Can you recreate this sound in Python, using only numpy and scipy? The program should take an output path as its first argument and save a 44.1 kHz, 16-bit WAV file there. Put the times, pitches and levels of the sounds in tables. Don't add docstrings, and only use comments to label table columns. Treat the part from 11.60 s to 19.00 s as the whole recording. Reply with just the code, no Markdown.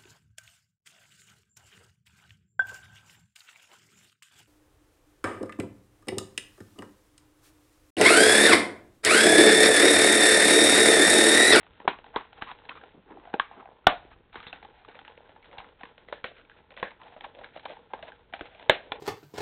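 import sys
import numpy as np
from scipy import signal
from scipy.fft import rfft, irfft
from scipy.io import wavfile

SR = 44100
rng = np.random.default_rng(int(sys.argv[2]) if len(sys.argv) > 2 else 0)


def boost_factor(decibels):
    exponent = np.asarray(decibels, float) / 20
    return 10 ** exponent


def generate_wav(signal):
    frames = np.transpose(np.atleast_2d(signal))
    scaled = np.clip(frames, -1, 1) * 32767
    pcm = np.round(scaled).astype(np.int16)
    wavfile.write(sys.argv[1], SR, pcm)


N = 326369

# (time [s], peak [dB],
# panel pitch [Hz], crack over panel [dB], shudder over panel [dB])
HOLLOW_SNAPS = [(0.202, -31.5, 910, -13, -28), (0.2797, -11, 934, -4.5, -15), (0.561, -16, 1050, -6, -15),
                (0.822, -17.5, 865, 3, -26.5), (1.0931, -24, 2500, 3, -37), (1.74, -19, 830, -11.5, -23.5),
                (2.757, -27.5, 970, -1.5, -16.5), (2.868, -27, 817, 0.5, -23),
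                (2.929, -25, 830, -0.5, -24.5), (3.028, -34, 868, -6.5, -14.5), (4.234, -29, 980, -3, -24)]
SHELL_SNAPS = [(1.798, -22.5, 1175, -0.5, -15), (2.269, -10.5, 715, -7.5, -5), (3.391, -31, 817, -0.5, -24),
               (3.983, -28, 815, -6, -10.5), (4.526, -25, 556, -1.5, -16.5), (4.643, -19.5, 559, 0.5, -16),
               (5.175, -31, 1010, 1, -17), (5.229, -24.5, 532, -28, -9), (5.644, -29.5, 795, -8, -19),
               (6.055, -24, 665, -4, -30), (6.336, -26.5, 860, -17, -12), (6.427, -31.5, 632, -7, -10),
               (6.737, -23.5, 780, -4, -17), (6.81, -28, 392, -4.5, -13), (7.097, -12.5, 617, -1.5, -6.5),
               (7.32, -18, 785, -13.5, -40)]
# (time [s], peak [dB], panel pitch [Hz], shudder over panel [dB])
NEIGHBOURS = [(.277, -22.5, 800, -14), (.279, -22, 1030, -5.5), (0.564, -22, 1000, -10.5),
              (1.739, -28.5, 510, -6), (1.799, -27.5, 1728, -12.5), (2.27, -17.5, 1200, -1.5),
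              (2.2684, -17.5, 3630, -25), (4.5258, -33, 1680, -15), (4.526, -39, 996, -21),
              (5.229, -33, 1080, -12), (5.229, -22.5, 1805, -7), (5.231, -35, 2330, -13),
              (5.301, -52, 1500, -20), (7.098, -17, 1630, -10), (6.335, -30, 510, -13),
              (6.739, -43.5, 2280, -5.5), (7.096, -19, 1740, -6), (7.096, -18, 930, -21),
              (7.32, -39, 2234, -21)]
# (time [s], modes [(pitch [Hz], level [dB], fall by 60 dB [s])])
FLIPS = [(.2778, [(419, -20.5, 0.042), (827, -3, 0.012), (1034, -3, 0.012), (1450, -18, 0.025),
         (2670, -25.5, 0.008), (3600, -28, 0.019)]), (.561, [(443, -17.5, 0.031), (1107, -33, 0.018),
         (3330, -19.5, 0.007)]), (1.74, [(395, -14.5, 0.0088), (826, -18.5, 0.039), (1500, -23.5, 0.019)]),
         (1.798, [(1130, -9.5, 0.025), (1600, -9.5, 0.016), (1990, -37, 0.016), (3270, -12.5, 0.0059)]),
         (2.269, [(203, -10, 0.024), (482, -9, 0.017), (727.5, 5, 0.02), (1172, -16, 0.089),
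         (1468, -2.5, 0.023), (1803, -12.5, 0.048), (2164, -11.5, .02), (2980, -7.5, 0.017),
         (3405, -8, 0.014)]), (4.526, [(594, -24.5, .025), (999, -20.5, 0.012), (1476, -24, 0.014),
         (2395, -25, 0.0094)]), (4.642, [(510, -29, 0.038), (1500, -36.5, 0.014), (2500, -25.5, 0.01)]),
         (5.228, [(536, -12.5, 0.019), (1070, -16.5, 0.018), (1656, -21.5, 0.021), (1850, -22.5, 0.018),
         (2530, -29.5, 0.011), (3753, -28.5, 0.0095)]), (6.335, [(523, -33.5, 0.042), (879, -23.5, 0.04),
         (2160, -32.5, 0.017)]), (6.738, [(765, -22.5, 0.012), (1500, -31, 0.0045), (2400, -20, 0.0072)]),
         (6.8097, [(476, -18, 0.013), (1610, -24.5, 0.013), (3430, -40.5, .012)]),
         (7.0964, [(200, -17, 0.03), (640, -2.5, 0.027), (867, 1.5, 0.013), (1682, -10.5, 0.034),
         (2098, -3.5, 0.011), (3100, -13.5, 0.028), (3623, -3.5, 0.0097)]), (7.32, [(803, -19, 0.024),
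         (1020, -18.5, 0.015), (1440, -27.5, 0.027), (1710, -28, 0.022), (2430, -24.5, 0.017),
         (3460, -21, 0.014)])]
# (time [s], peak [dB], panel pitch [Hz], crack over
# panel [dB])
HOLLOW_TICKS = [(0.031, -38.5, 810, -1), (0.135, -49, 468, 2), (6.801, -37.5, 850, -12),
                (0.388, -34, 500, -6), (0.443, -35.5, 820, -11), (0.465, -36.5, 800, -9),
                (0.609, -30.5, 870, -10.5), (0.73, -35, 790, -6.5), (0.779, -43.5, 870, -24),
                (0.879, -39, 860, -30), (0.915, -26, 870, -3.5), (1.053, -37.5, 860, -5),
                (1.154, -36, 1240, -19), (1.237, -35, 785, -7.5), (1.0897, -33, 1000, -8),
                (1.508, -36, 317, -33), (1.572, -36.5, 790, -41.5), (1.674, -34, 740, -34),
                (1.913, -34.5, 790, -35.5), (1.985, -44.5, 1190, -41), (2.057, -34, 810, -66),
                (2.089, -37, 460, -45), (2.515, -37, 890, -19)]
SHELL_TICKS = [(2.729, -39.5, 966, 12.5), (2.803, -32.5, 1210, -8), (2.959, -42.5, 816, -5),
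               (3.049, -33.5, 830, -29), (3.249, -37, 1270, -7), (3.286, -36.5, 404, -9),
               (3.347, -37, 855, -13), (3.45, -32.5, 1560, -1), (3.479, -31.5, 877, -5),
               (3.577, -38, 490, -7.5), (3.694, -38, 516, -10), (3.762, -39, 864, -38.5),
               (4.38, -35, 603, -2.5), (4.486, -30, 470, -5), (4.898, -38.5, 1540, -6),
               (5.106, -38.5, 493, -2), (5.565, -31.5, 610, -18.5), (5.609, -30, 820, -3),
               (5.75, -37, 570, -8), (5.789, -33.5, 593, -14), (5.844, -27.5, 1660, -5),
               (5.962, -29.5, 613, -21), (5.996, -36.5, 659, 0.5), (6.1, -30, 600, -36),
               (6.169, -38.5, 855, -27), (6.485, -36, 666, -24), (6.52, -35, 1580, -26),
               (3.658, -49.5, 1500, -13), (6.997, -33.5, 895, -8), (7.027, -32.5, 493, -7.5)]
CREASES = [(0.046, -46.5, 730, -9), (.066, -41.5, 1220, -27.5), (0.154, -54, 447, -1),
           (.215, -41, 1073, -15.5), (0.652, -44, 781, -7), (.988, -40, 880, -1), (1.02, -44, 1030, -38),
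           (1.115, -35, 1320, -32), (1.213, -39, 1540, -21), (1.654, -38, 796, -34),
           (2.075, -39, 760, -59.5), (2.114, -46, 700, -65.5), (2.744, -34, 850, -9.5),
           (2.829, -33.5, 1500, 9.5), (3.519, -45, 510, -21), (3.606, -40, 594, -34), (3.845, -39, 760, 7),
           (3.93, -38.5, 866, -17), (4.003, -32, 1060, -13), (4.045, -36.5, 1083, -37),
           (4.211, -35, 760, -11), (4.254, -35, 1070, -4.5), (4.768, -44, 1410, -8),
           (4.964, -48, 475, -20.5), (5.316, -34.5, 860, -15), (5.416, -36, 1010, -6),
           (5.469, -39, 867, -26), (5.664, -34.5, 550, -29), (5.814, -35, 624, -31),
           (6.378, -48, 520, -12.5)]
MORE_CREASES = [(.774, -45, 859, -4), (1.176, -40.5, 1260, -19), (1.598, -41, 817, -34), (1.638, -40, 650, -26),
                (1.701, -41, 724, -15), (1.732, -34.5, 790, -27), (1.967, -49, 1200, -25),
                (2.028, -37.5, 830, -34), (2.105, -64, 780, -31), (2.244, -44.5, 1396, -13.5),
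                (2.984, -46.5, 852, -12.5), (3.299, -50, 506, -11), (3.314, -41, 1210, 9.5),
                (3.354, -34.5, 484, -4), (3.414, -39.5, 796, -15), (3.827, -44, 2220, -12.5),
                (3.857, -40, 874, -8), (3.914, -43, 2070, -4), (3.973, -36, 880, -22.5), (4.089, -44, 478, -3),
                (4.497, -41, 450, -8.5), (4.579, -43, 562, -22), (4.714, -38.5, 516, -19),
                (3.497, -42, 500, -11), (4.784, -45, 680, -3), (4.797, -45.5, 1460, -14),
                (4.814, -43.5, 1500, -2.5), (4.851, -45.5, 2300, -5), (2.449, -39.5, 340, -19),
                (4.916, -41.5, 1630, -9.5), (5.119, -40.5, 546, -7), (5.14, -45, 2400, 2),
                (5.167, -34.5, 550, -5.5), (5.199, -33.5, 511, -3), (5.269, -41, 1780, -18),
                (5.279, -39, 570, -21), (5.308, -35.5, 2030, -2.5), (5.434, -39.5, 750, -9),
                (5.482, -40.5, 800, -14), (5.837, -36, 1600, -7), (5.974, -35, 663, -13), (6.135, -37, 865, -1),
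                (6.348, -36.5, 894, -12), (6.392, -37.5, 659, -13), (6.727, -35.5, 746, -14.5),
                (6.764, -36.5, 800, -6), (6.794, -32.5, 855, -10), (6.949, -40, 646, -8)]
# (time [s], length [s], level [dB], panel pitch [Hz], crack over panel [dB])
FOLDS = [(0.243, 0.02, -28, 426, -35), (0.529, 0.059, -30, 800, -39), (0.811, 0.016, -31, 1000, -5),
         (0.858, 0.075, -30.5, 1050, -7), (1.094, 0.043, -33.5, 1080, -10), (1.45, 0.18, -40, 330, -45.5),
         (1.992, 0.023, -36, 965, -46), (2.738, 0.1, -43, 950, 0), (2.884, 0.025, -41, 3560, -1),
         (2.927, 0.048, -49, 900, 11), (3.913, 0.043, -40, 670, -8), (3.937, 0.081, -42.5, 784, -24),
         (4.179, 0.064, -47, 980, -1), (5.223, 0.095, -40.5, 1580, -6), (5.717, 0.18, -41, 550, -11),
         (5.924, 0.074, -48.5, 745, 8.5), (6.051, 0.015, -23.5, 930, -5), (6.067, 0.072, -33, 584, -3),
         (6.465, 0.041, -37.5, 870, -0.5), (6.785, 0.064, -39.5, 614, -32.5),
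         (7.337, 0.032, -51.5, 470, -18.5)]
SHIFTS = [
    (0, 0.028, -57.5, 885, 12),
    (1.33, 0.078, -41, 208, -39),
    (1.892, 0.19, -39, 700, -46),
    (2.358, 0.18, -45, 700, -6.5),
    (2.502, 0.051, -51.5, 1300, 2.5),
    (3.108, 0.16, -47, 780, -3),
    (4.714, 0.12, -50.5, 538, 4),
    (6.855, 0.24, -44.5, 700, -1.5),
]
FURTHER_RUNS = [(0.753, 0.053, -40, 840, -5), (1.146, 0.047, -39.5, 1200, -6), (1.219, 0.061, -44, 448, -11),
                (1.467, 0.083, -37.5, 820, -35), (1.557, 0.23, -43.5, 780, -19), (1.796, 0.067, -36, 1170, -31),
                (1.828, 0.11, -49.5, 1670, -16), (1.914, 0.031, -40, 940, -26), (1.936, 0.089, -42, 326, -37),
                (2.866, 0.025, -32, 3600, -7.5), (3.276, 0.038, -36.5, 780, -7), (3.34, 0.043, -46, 800, 1),
                (3.833, 0.16, -43.5, 530, -15), (4.085, 0.026, -48.5, 504, -2.5),
                (4.529, 0.076, -46, 1690, -22.5), (4.966, 0.029, -53.5, 700, 6), (5.168, 0.061, -38, 617, -2.5),
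                (5.389, 0.058, -42.5, 945, -18), (5.433, 0.069, -38.5, 773, -9), (5.492, 0.07, -40.5, 726, -6),
                (5.559, 0.026, -36, 646, -12), (5.633, 0.031, -27.5, 820, -6), (5.937, 0.055, -40, 650, -21),
                (6.027, .025, -38, 800, -8), (6.131, 0.059, -44.5, 800, -3.5), (6.301, 0.034, -42, 796, -17),
                (6.344, 0.16, -47, 870, -10), (6.741, 0.027, -41.5, 810, -3), (6.845, 0.033, -37, 700, -0.5),
                (7.16, 0.17, -41, 510, -5.5), (7.312, 0.071, -35.5, 490, -2), (7.379, 0.027, -40.5, 420, -17)]
# (time [s], pitch [Hz], level [dB], fall by 60 dB [s])
SHELL_RINGS = [
    (.279, 797, -29, 0.044),
    (1.8, 1200, -49, 0.096),
    (1.8, 1548, -43, 0.086),
    (2.272, 710, -27.5, .27),
    (2.272, 762.5, -34.5, 0.31),
    (7.1, 702, -32.5, 0.18),
    (7.1, 561, -31.5, 0.23),
]
# (time [s], squeeze [dB], tautness as sheet over body [dB])
CRUMPLE = [
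    (0.0, -64, 2),
    (1.96, -60, 3),
    (2.06, -63, 2),
    (6.86, -60.5, 1.5),
    (7.4, -53.5, -1.5),
]
# (pitch [Hz], width [Hz], level [dB])
BODY = [(468, 40, 6.5), (640, 29, -1), (820, 77, 3), (1050, 170, -3.5)]
# (frequency [Hz], level [dB])
SHEET = [(710, -39.5), (1200, -24), (1300, 7), (2010, 1.5), (2160, -0.5), (3600, 0), (4400, -9),
         (5720, -56.5), (9680, -120)]
# (pitch [Hz], width [Hz], level [dB])
RIDGES = [(1545, 170, 1), (2500, 320, -15), (3170, 530, -17.5)]
# (frequency [Hz], fall by 60 dB [s])
SHUDDER = [(300, 0.052), (700, 0.22), (1500, 0.054), (4000, 0.38)]
# (time [s], peak [dB])
THUDS = [(0.561, -40.5), (0.819, -43.5), (1.797, -45), (2.268, -24.5), (2.778, -49), (2.865, -48),
         (3.985, -48.5), (4.639, -48.5), (5.224, -49.5), (5.799, -57), (6.44, -51.5), (6.81, -42.5),
         (7.094, -31.5), (7.317, -46.5)]
# (time [s], level [dB])
LEAN = [
    (0.0, -69.5),
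    (.9, -69),
    (1.3, -70.5),
    (2.2, -72.5),
    (2.4, -64),
    (2.95, -66.5),
    (3.15, -72),
    (6.2, -71),
    (6.82, -69.5),
    (7.4, -67),
]
# (frequency [Hz], fall by 60 dB [s], level [dB])
ROOM = [(100, 0.29, -15.5), (291.6, 0.19, -18.5), (700, 0.24, -20), (1500, 0.36, -23.5), (2500, .14, -16.5),
        (4180, 0.097, -18)]
# (frequency [Hz], level [dB])
HUSH = [(12, -33.5), (20, 7.5), (49, 11.5), (195, -15.5), (471, -4), (828, -10), (1190, -5), (3510, -12.5),
        (4020, -21), (4400, -6), (5720, -42), (9680, -120)]

HOLLOW_BOOM_DB, SHELL_BOOM_DB = -7, -20.5
SNAP_WIDTH_HZ = 115
FLIP_RISE_CYCLES = 0.89
BODY_DB, SHEET_DB = -4.5, -11.5
RUB_DB, RUB_FOLLOWS = -65, 0.29
SHEET_FOLLOWS_CRACK = 0.28
SETTLE_S, LEAD_S = 0.031, 0.0093
SETTLE_FOLLOWS, TYPICAL_DB = 0.22, -33
REST_DB = -2
RUMBLE_DB, RUMBLE_SWAY_DB = 1.5, 1
ECHO_S, ECHO_DB = 0.0102, -18
BAND_EDGE_HZ, OVERLOAD = 4886, 0.72


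def snaps():
    rows = []
    for table, boom_db in ((HOLLOW_SNAPS, HOLLOW_BOOM_DB), (SHELL_SNAPS, SHELL_BOOM_DB)):
        rows += [(s, db, hz, crack_db, boom_db, shudder_db) for s, db, hz, crack_db, shudder_db in table]
    rows += [(s, db, hz, -30, -30, shudder_db) for s, db, hz, shudder_db in NEIGHBOURS]
    return buckle(rows, rip_s=0.003, rise_s=0.00041, trim_db=(-1.1, 4, 4), size=10240)


def flips():
    out = np.zeros(N + SR // 10)
    t = np.arange(SR // 10) / SR
    for s, modes in FLIPS:
        hz, db, t60 = np.transpose(modes)[:, :, None]
        rise = np.minimum(t * hz / FLIP_RISE_CYCLES, 1)
        ringing = boost_factor(db - 60 * t / t60) * np.sin(2 * np.pi * hz * t) * rise
        out[round(s * SR):][:len(t)] += np.sum(ringing, axis=0)
    return out[:N]


def ticks():
    pops = HOLLOW_TICKS + SHELL_TICKS + CREASES + MORE_CREASES
    rows = [(s, db, hz, crack_db, -14, -21) for s, db, hz, crack_db in pops]
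    return buckle(rows, rip_s=0.002, rise_s=0.0005, trim_db=(-3, 5, 0.1), size=5120)


def buckle(rows, rip_s, rise_s, trim_db, size):
    out = np.zeros(N + size)
    t = np.arange(size) / SR
    s, peak_db, panel_hz, crack_db, boom_db, shudder_db = np.transpose(rows)[:, :, None]
    level_trim, crack_trim, boom_trim = trim_db
    colour = crack_db + crack_trim, boom_db + boom_trim
    white = rng.standard_normal((len(rows), 2, size))
    rip = white[:, 0] * np.exp(-t / rip_s) * np.minimum(t / rise_s, 1)
    crack = peak_one(voice(rip, panel_hz, SNAP_WIDTH_HZ, *colour))

    shudder = voice(white[:, 1], panel_hz, 3.1 * SNAP_WIDTH_HZ, *colour) * np.minimum(t / 0.003, 1)
    treble = band(shudder, 450, 6000)
    dying = (shudder - treble) * boost_factor(-60 * t / at_hz(SHUDDER, panel_hz))
    dying = dying + 0.45 * treble * boost_factor(-60 * t / at_hz(SHUDDER, 2500))
    sounds = boost_factor(peak_db + level_trim) * (crack + boost_factor(shudder_db) * dying)
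    starts = np.round(s.ravel() * SR).astype(int) - 30
    for at, sound in zip(starts, sounds):
        out[at:at + size] += sound
    return out[:N]


def voice(rips, panel_hz, width_hz, crack_db, boom_db):
    panel = []
    for rip, hz in zip(rips, np.ravel(panel_hz)):
        modes = resonate(rip, hz, width_hz) + 0.13 * resonate(rip, 1.9 * hz, width_hz)
        panel.append(resonate(modes, hz, 1.5 * hz))
    bright = resonances(rips, RIDGES) + 1.7 * band(rips, 920, 3100)
    boom = band(band(rips, 170, 800), 165, 900)
    return rms_one(np.array(panel)) + boost_factor(crack_db) * rms_one(bright) + boost_factor(boom_db) * rms_one(boom)


def runs():
    out = np.zeros(N + SR)
    cracks = np.r_[grains(per_s=3500, spread_db=3.5, clump_db=2.5), rng.standard_normal(SR)]
    for s, length_s, db, panel_hz, crack_db in FOLDS + SHIFTS + FURTHER_RUNS:
        at, size = round(s * SR), round(length_s * SR)
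        swell = np.r_[np.sqrt(np.hanning(size)), np.zeros(size)]
        packed = cracks[None, at:at + 2 * size] * swell
        out[at:at + 2 * size] += boost_factor(db - 18.5) * voice(packed, panel_hz, 210, crack_db, -15.5)[0]
    return out[:N]


def rings():
    out = np.zeros(N + SR // 2)
    t = np.arange(SR // 2) / SR
    for s, hz, db, t60 in SHELL_RINGS:
        at = round(s * SR)
        out[at:at + len(t)] += boost_factor(db - 60 * t / t60) * np.sin(2 * np.pi * hz * t) * np.minimum(t / 0.0099, 1)
    return out[:N]


def crumple():
    effort_db, taut_db = in_time(CRUMPLE)
    sheet_db = effort_db + settling(SHEET_FOLLOWS_CRACK) + SHEET_DB + taut_db
    squeeze_db = effort_db + settling(0)
    rub_db = RUB_DB + RUB_FOLLOWS * (squeeze_db - squeeze_db.mean() - taut_db)
    cracks = grains(per_s=500, spread_db=4.5, clump_db=1.5)
    fine = grains(per_s=2000, spread_db=4, clump_db=1.5)
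    body = boost_factor(squeeze_db + BODY_DB - taut_db) * rms_one(resonances(cracks, BODY))
    sheet = boost_factor(sheet_db) * shaped(cracks + fine, SHEET)
    rub = band(rng.standard_normal(N) * boost_factor(2 * drift(25.0)), 80, 530)
    return body + sheet + boost_factor(rub_db) * rms_one(rub)


def settling(crack_share):
    kicks = np.zeros(N + SR)
    t = np.arange(SR) / SR / SETTLE_S
    for s, db, hz, crack_db, *_ in HOLLOW_SNAPS + SHELL_SNAPS + HOLLOW_TICKS + SHELL_TICKS + CREASES:
        kicks[round(s * SR)] = boost_factor(SETTLE_FOLLOWS * (db - TYPICAL_DB) + crack_share * (crack_db + 10.5))
    swells = signal.fftconvolve(kicks, t * np.exp(1 - t))
    busy = np.abs(swells[round(LEAD_S * SR):][:N])
    return 20 * np.log10(boost_factor(REST_DB) + busy)


def rumble():
    knocks = np.zeros(N)
    for s, db in THUDS:
        knocks[round(s * SR)] = boost_factor(db + 44.5)
    thuds = band(band(knocks, 22, 200), 20, 180)
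    level_db = RUMBLE_DB + in_time(LEAN)[0] + RUMBLE_SWAY_DB * drift(4.0)
    return boost_factor(level_db) * rms_one(band(rng.standard_normal(N), 25, 100)) + thuds


def room(x):
    t = np.arange(SR // 2) / SR
    edges = 60 * 2 ** np.arange(0, 6.6, 0.5)
    white = rng.standard_normal((2, len(t)))
    reply = np.zeros(len(t))
    for k, (low, high) in enumerate(zip(edges, edges[1:])):
        hz = np.sqrt(low * high)
        dying = white[k % 2] * boost_factor(-60 * t / at_hz(ROOM, hz)) * np.minimum(t / 0.013, 1)
        dying = dying / np.sqrt(np.sum(dying ** 2))
        reply += boost_factor(at_hz(ROOM, hz, axis=2)) * band(dying, low, high)
    reply[round(ECHO_S * SR)] += boost_factor(ECHO_DB)
    return signal.fftconvolve(x, reply)[:N]


def hush():
    return boost_factor(-70) * shaped(rng.standard_normal(N), HUSH)


def grains(per_s, spread_db, clump_db):
    born = rng.random(N) < per_s * boost_factor(clump_db * drift(25.0)) / SR
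    size = boost_factor(spread_db * np.minimum(rng.exponential(1, N), 4))
    return born * size * rng.choice([-1, 1], N) + 1e-9


def drift(rate_hz):
    r = np.exp(-2 * np.pi * rate_hz / SR)
    wander = signal.lfilter([1], [1, -2 * r, r * r], rng.standard_normal(N + SR))
    return rms_one(wander[SR:])


def resonate(x, hz, width_hz):
    r = np.exp(-np.pi * width_hz / SR)
    poles = [1, -2 * r * np.cos(2 * np.pi * hz / SR), r * r]
    return signal.lfilter([(1 - r * r) / 2, 0, (r * r - 1) / 2], poles, x)


def resonances(x, modes):
    return sum((-1) ** k * boost_factor(db) * resonate(x, hz, width_hz) for k, (hz, width_hz, db) in enumerate(modes))


def band(x, low_hz, high_hz):
    return signal.sosfilt(signal.butter(2, [low_hz, high_hz], "band", fs=SR, output="sos"), x)


def shaped(x, spectrum):
    gain = boost_factor(at_hz(spectrum, np.linspace(0, SR / 2, N // 2 + 1)))
    return rms_one(irfft(rfft(x) * gain, N))


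def at_hz(points, hz, axis=1):
    points = np.array(points)
    return np.interp(np.log(hz + 1), np.log(points[:, 0]), points[:, axis])


def in_time(rows):
    s, *columns = np.transpose(rows)
    return [np.interp(np.arange(N) / SR, s, c) for c in columns]


def rms_one(x):
    return x / np.sqrt(np.mean(x ** 2, axis=-1, keepdims=True) + 1e-20)


def peak_one(x):
    return x / np.max(np.abs(x), axis=-1, keepdims=True)


def scene():
    hits = snaps() + flips() + ticks() + runs() + rings()
    return (hits + room(hits) + crumple() + rumble() + hush())[None]


def top_cut(x):
    return signal.sosfilt(signal.butter(12, 16600, fs=SR, output="sos"), x)


def record(dry):
    narrow = signal.sosfiltfilt(signal.cheby2(8, 38, BAND_EDGE_HZ, fs=SR, output="sos"), dry)
    clipped = np.clip(narrow, -OVERLOAD, OVERLOAD)
    smooth = signal.sosfilt(signal.butter(6, 15600, fs=SR, output="sos"), clipped)
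    mix = smooth * np.minimum(np.arange(N, 0, -1) / 90, 1)
    return top_cut(mix)


dry = scene()
out = record(dry)
generate_wav(out)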